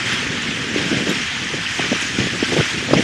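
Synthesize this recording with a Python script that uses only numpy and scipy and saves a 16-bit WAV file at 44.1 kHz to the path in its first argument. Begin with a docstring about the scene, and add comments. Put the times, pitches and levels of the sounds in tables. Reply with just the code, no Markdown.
"""River ice in the wind

Broken ice drifts down a wide river. Countless ice needles and crumbs of slush rub and tinkle
together as a steady hiss that surges when the floes press on each other. A few needles clink clearly.
Wind flutters over the microphone, with rough buffets and sharp thumps. The water washes softly below."""
import sys
import numpy as np
from scipy import signal
from scipy.fft import rfft, irfft
from scipy.io import wavfile
from scipy.ndimage import uniform_filter1d

SR = 44100
rng = np.random.default_rng(int(sys.argv[2]) if len(sys.argv) > 2 else 0)


def wav_record(signal):
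    """Record a signal, one row per channel, as 16-bit PCM in the file named by sys.argv[1]."""
    frames = np.transpose(np.atleast_2d(signal))
    bounded = np.clip(frames, -1, 1)
    # unit amplitude maps onto the largest positive 16-bit level
    quanta = np.round(bounded * 32767).astype(np.int16)
    wavfile.write(sys.argv[1], SR, quanta)


N = 133623
TIME = np.arange(N) / SR


def ice(tinkle_db=-11):
    """Near needles tinkle over the blur of the far ones; both swell as the floes press together."""
    # How hard the coarse slush grinds and the fine crumbs fizz. Each row: time in seconds, level in dB.
    slush_levels = [(0, -24), (.065, -24), (.095, -19.5), (.17, -23), (.32, -25.5), (.41, -25),
                    (.73, -26.2), (.78, -22), (.86, -25), (.97, -22.3), (1.04, -26.5), (1.1, -23),
                    (1.4, -25.5), (1.58, -26), (1.67, -24.5), (1.785, -25.5), (1.812, -19.5), (1.89, -25.5),
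                    (1.93, -22), (2.03, -24), (2.13, -27), (2.2, -22.5), (2.38, -27), (2.45, -22),
                    (2.48, -24.8), (2.63, -21.5), (2.69, -24), (2.88, -27), (2.97, -22.5), (3.03, -23.5)]
    crumb_levels = [(0.0, -32), (0.1, -28), (0.29, -32.5), (0.73, -33.5), (0.77, -29.5), (1.06, -30.5),
                    (1.1, -28), (1.32, -32.5), (1.65, -32), (1.77, -30), (1.84, -29.5), (2.02, -27.5),
                    (2.14, -31.5), (2.19, -28.5), (2.35, -31.5), (2.57, -27), (2.7, -29), (2.88, -32),
                    (2.94, -28), (2.95, -30.5), (3.03, -26.5)]
    # The tone of the slush and of the crumbs. Each row: frequency in Hz, gain in dB.
    slush_tone = [(300, -62), (700, -13), (1100, -8), (1450, -3.5), (1800, 1), (2600, -1.5), (3200, -2),
                  (3900, -11), (5000, -16), (9000, -72)]
    crumb_tone = [(1500, -8.5), (3200, 1), (4200, -2), (5300, 0.5), (6600, -2.5), (8000, -9.5),
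                  (9800, -16.5), (11000, -29.5), (13000, -29.5), (14500, -65)]
    slush = far_needles(patch_db=1.25, flicker_db=0.63) + amp(tinkle_db) * near_needles(1201, 4176)
    crumbs = far_needles(patch_db=2.0, flicker_db=0.85) + amp(tinkle_db) * near_needles(3654, 11770)
    coarse = level(slush_levels) * steadied(colour(slush, slush_tone), size=3000)
    fine = level(crumb_levels) * steadied(colour(crumbs, crumb_tone), size=3000)
    return amp(0.24) * coarse + amp(0.33) * fine


def far_needles(patch_db, flicker_db):
    """Distant ice blurs into a hiss that flickers, both as a whole and in small patches of pitch."""
    real, imaginary, patches = rng.standard_normal((N // 128 + 5, 257, 3)).T  # grids of pitch by time
    patches = uniform_filter1d(patches, size=7, axis=0)
    patches = unit(uniform_filter1d(patches, size=12, axis=1))
    flicker = unit(uniform_filter1d(rng.standard_normal(real.shape[1]), size=7))
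    spectrum = (real + 1j * imaginary) * amp(patch_db * patches + flicker_db * flicker)
    return unit(signal.istft(spectrum, nperseg=512, noverlap=384)[1][:N])


def near_needles(low_hz, high_hz, pitches=28, knocks_per_s=3000, spread_db=3.5, ring_cycles=6.4):
    """Needles of many lengths knock together at random, each ringing for a few cycles."""
    t, out = TIME[:1500], np.zeros(N)
    for hz in np.geomspace(low_hz, high_hz, pitches):
        knocks = rng.random(N) < knocks_per_s / pitches / SR
        strengths = amp(spread_db * np.minimum(rng.exponential(1, N), 4.5))
        ring = np.sin(2 * np.pi * hz * rng.uniform(0.9235, 1.02) * t) * np.exp(-t * hz / ring_cycles)
        out += hz * signal.oaconvolve(knocks * strengths, ring)[:N]
    return unit(out)


def clink(db, hz, rise_s=0.0033, decay_s=0.0092, roughness=0.18, grit_db=-6.5):
    """A needle scrapes its neighbour and rings briefly, in a puff of grit."""
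    t = TIME[:3000]
    waver = unit(signal.lfilter(*signal.butter(2, 400, fs=SR), rng.standard_normal((2, len(t)))))
    ring = np.sin(2 * np.pi * hz * t + roughness * waver[0]) * (1 + roughness * waver[1])
    band = signal.butter(2, [hz * 0.81, hz], "bandpass", fs=SR)
    grit = unit(signal.filtfilt(*band, rng.standard_normal(len(t))))
    shape = np.minimum(t / rise_s, 1) * np.exp(-t / decay_s)
    return amp(db) * shape * (ring + amp(grit_db) * grit)


def wind(upper_db=-8):
    """Lumpy flutter on the microphone that brightens as the wind grows."""
    # The strength of the wind. Each row: time in seconds, level in dB.
    wind_levels = [(0, -30), (.2, -28.5), (.36, -25.5), (.41, -29.5), (.58, -28.5), (.73, -25.5),
                   (.79, -25), (.88, -25.5), (.96, -26), (1.05, -25), (1.11, -30), (1.2, -26), (1.3, -41),
                   (1.44, -28), (1.5, -33), (1.56, -25), (1.66, -37.5), (1.76, -36.5), (1.83, -28.5),
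                   (1.95, -26.5), (2.0, -36), (2.12, -32.5), (2.24, -22.5), (2.3, -33), (2.35, -22.5),
                   (2.39, -31.5), (2.47, -31.5), (2.53, -23.5), (2.6, -23.5), (2.69, -37), (2.76, -25.5),
                   (2.81, -29), (2.88, -28), (2.94, -16), (3.03, -24)]
    # The tone of its rumble. Each row: frequency in Hz, gain in dB.
    wind_tone = [(20, -31), (45, -34), (80, -10), (125, -1), (250, 2), (370, -6), (500, -10), (750, -24),
                 (1200, -49), (3000, -75)]
    force = level(wind_levels)
    lumps = amp(2.0 * colour(rng.standard_normal(N), [(5, -5), (45, -5), (120, -52), (500, -80)]))
    rumble = amp(-2.0) * lumps * steadied(colour(rng.standard_normal(N), wind_tone), size=1800)
    upper = amp(upper_db) * force / force.max() * swirls(low_hz=297, high_hz=630)
    return force * (rumble + upper + bumps(low_hz=168, high_hz=350))


def swirls(low_hz, high_hz):
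    """Churning air makes noise that fades away outside two frequencies."""
    hz = np.fft.rfftfreq(N, 1 / SR) + 1
    band = 1 / np.sqrt((1 + (low_hz / hz) ** 8) * (1 + (hz / high_hz) ** 6.3))
    noise = irfft(rfft(rng.standard_normal(N)) * band, N)
    return steadied(unit(noise), size=700)


def buffet(length, db, low_hz, high_hz, rise_s=0.0047, fall_s=0.011):
    """A short, rough burst of churning air hits the microphone."""
    t = np.arange(0, length, 1 / SR)
    shape = np.clip(np.minimum(t / rise_s, (length - t) / fall_s), 0, 1)
    return amp(db) * shape * swirls(low_hz, high_hz)[:len(t)]


def thump(db, hz, decay, sag, sag_s=0.0049):
    """One swirl of air swings the pressure a few times, starting high in pitch and falling."""
    t = TIME[:2000]
    pitch = hz * (1 - sag + 2 * sag * np.exp(-t / sag_s))
    turns = np.cumsum(pitch) / SR
    age = 2 * t / decay  # the swell peaks at age 1
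    return -amp(db) * age * np.exp(1 - age) * np.sin(2 * np.pi * turns)


def bumps(low_hz, high_hz, pitches=8, hits_per_s=40, spread_db=5, decay_cycles=1.1):
    """Small swirls of several sizes bump the microphone at random."""
    out = np.zeros(N)
    for hz in np.geomspace(low_hz, high_hz, pitches):
        hits = rng.random(N) < hits_per_s / pitches / SR
        strengths = amp(spread_db * (2 * rng.random(N) - 1.5))
        bump = thump(db=5, hz=hz, decay=decay_cycles / hz, sag=0.71)
        out += signal.oaconvolve(hits * strengths, bump)[:N]
    return out


def water(db=-40):
    """The low, even wash of the river."""
    # The tone of the water. Each row: frequency in Hz, gain in dB.
    water_tone = [(20, -26), (60, 5.5), (130, 13), (250, -8), (500, -14), (900, -0.5), (2000, -48)]
    return amp(db) * colour(rng.standard_normal(N), water_tone)


def amp(db):
    """Turns decibels into a number to multiply by."""
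    return 10 ** (np.asarray(db) / 20)


def unit(x):
    """Scales a sound to an average power of 1."""
    return x / np.sqrt(np.mean(x ** 2) + 1e-20)


def level(curve):
    """Joins (seconds, dB) points into a volume curve."""
    return amp(np.interp(TIME, *np.transpose(curve)))


def colour(x, points):
    """Shapes the tone by (Hz, dB) points, then scales to an average power of 1."""
    hz, db = np.transpose(points)
    frequencies = np.fft.rfftfreq(N, 1 / SR)
    gain = amp(np.interp(np.log(frequencies + 1), np.log(hz), db))
    return unit(irfft(rfft(x) * gain, N))


def steadied(x, size):
    """Evens out chance swells longer than size samples."""
    power = uniform_filter1d(uniform_filter1d(x ** 2, size), size)
    return x / np.sqrt(abs(power) + 1e-9)


def add(mix, start_s, sound):
    """Mixes a sound in at its start time."""
    part = mix[max(round(start_s * SR), 0):][:len(sound)]
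    part += sound[:len(part)]


def scene():
    """Ice, water and wind together in one channel."""
    # Needles that clink clear of the hiss. Each row: start in seconds, level in dB, pitch in Hz.
    needle_clinks = [(.109, -21, 1794), (0.129, -32.5, 10770), (.420, -28, 7200), (.471, -19.5, 2150),
                     (.781, -23.5, 1750), (.973, -27, 6030), (1.093, -24, 7150), (1.094, -35, 11450),
                     (1.095, -19, 3790), (1.661, -14.5, 3014), (2.007, -34, 10700), (2.018, -22, 6720),
                     (2.024, -19, 3090), (2.064, -23, 6760), (2.401, -24, 5200), (2.44, -26, 5450),
                     (2.452, -18, 1560), (2.571, -45, 12600), (2.601, -17.5, 1470), (2.649, -27, 3110),
                     (2.935, -18.5, 4950), (2.969, -17.5, 2240), (2.978, -24, 6200)]
    # Bursts of wind. Each row: start and length in seconds, level in dB, low and high edge in Hz.
    wind_buffets = [(0.766, 0.07, -24, 130, 470), (.912, 0.049, -25, 190, 510),
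                    (0.952, 0.074, -27, 150, 440), (1.066, 0.069, -24, 139, 460),
                    (1.535, 0.017, -20.5, 160, 420), (1.917, 0.017, -19.5, 300, 556),
                    (2.044, .016, -25, 170, 378), (2.203, 0.03, -21.5, 170, 397),
                    (2.424, 0.019, -23.5, 330, 560), (2.49, 0.021, -25, 150, 460),
                    (2.517, 0.037, -19, 119, 540), (2.561, 0.05, -19.5, 150, 620),
                    (2.883, 0.023, -21.5, 230, 477), (2.932, .016, -10.5, 300, 1000),
                    (2.971, .042, -15, 149, 374)]
    # Single swirls that thump the microphone. Each row: start in seconds, level in dB,
    # middle pitch in Hz, decay in seconds, how far the pitch sags from 0 to 1.
    wind_thumps = [(.7596, -10, 376, 0.0041, 0.28), (0.861, -16, 190, .007, 0.1),
                   (0.9142, -10.5, 278, 0.0047, 0.22), (0.9263, -11.5, 259, 0.0044, .3),
                   (1.0712, -12, 268, 0.0029, 0.33), (1.092, -14, 238, 0.0064, 0.55),
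                   (1.1114, -12, 272, 0.0044, 0.44), (1.7928, -15, 738, 0.0043, 0.23),
                   (1.794, -15, 330, 0.0064, 0.62), (1.859, -20.5, 315, 0.0057, 0.6),
                   (1.917, -9, 251, 0.0057, 0.22), (1.9281, -10.5, 467, 0.0035, .4),
                   (2.1865, -8, 239, 0.0043, 0.3), (2.199, -11.5, 140, .007, 0.3),
                   (2.27, -15.5, 322, 0.003, 0.7), (2.4266, -5, 292, 0.0036, .45),
                   (2.532, -15, 327, 0.0024, .4), (2.5423, -9.5, 250, 0.0032, 0.5),
                   (2.565, -8.5, 363, 0.0041, .1), (2.587, -9.5, 182, 0.011, 0.22),
                   (2.6001, -11.5, 140, 0.0057, 0.47), (2.6093, -8.5, 376, 0.003, 0.08),
                   (2.9096, -10.5, 504, 0.0025, 0.2), (2.9339, 2, 327, 0.0022, 0.61),
                   (2.9632, -6.5, 195, .0065, 0.15)]
    mix = ice() + water() + wind()
    for source, rows in (clink, needle_clinks), (buffet, wind_buffets), (thump, wind_thumps):
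        for start, *row in rows:
            add(mix, start, source(*row))
    return mix[None]


def record(dry, ceiling=1.0, cutoff_hz=14300):
    """Rounds off any peak that nears the ceiling, then cuts the highest treble."""
    limited = dry / (1 + (dry / ceiling) ** 20) ** (1 / 20)
    treble_cut = signal.firwin(511, cutoff_hz, window=("kaiser", 9), fs=SR)
    return signal.oaconvolve(limited, treble_cut[None], "same")


dry = scene()
out = record(dry)
wav_record(out)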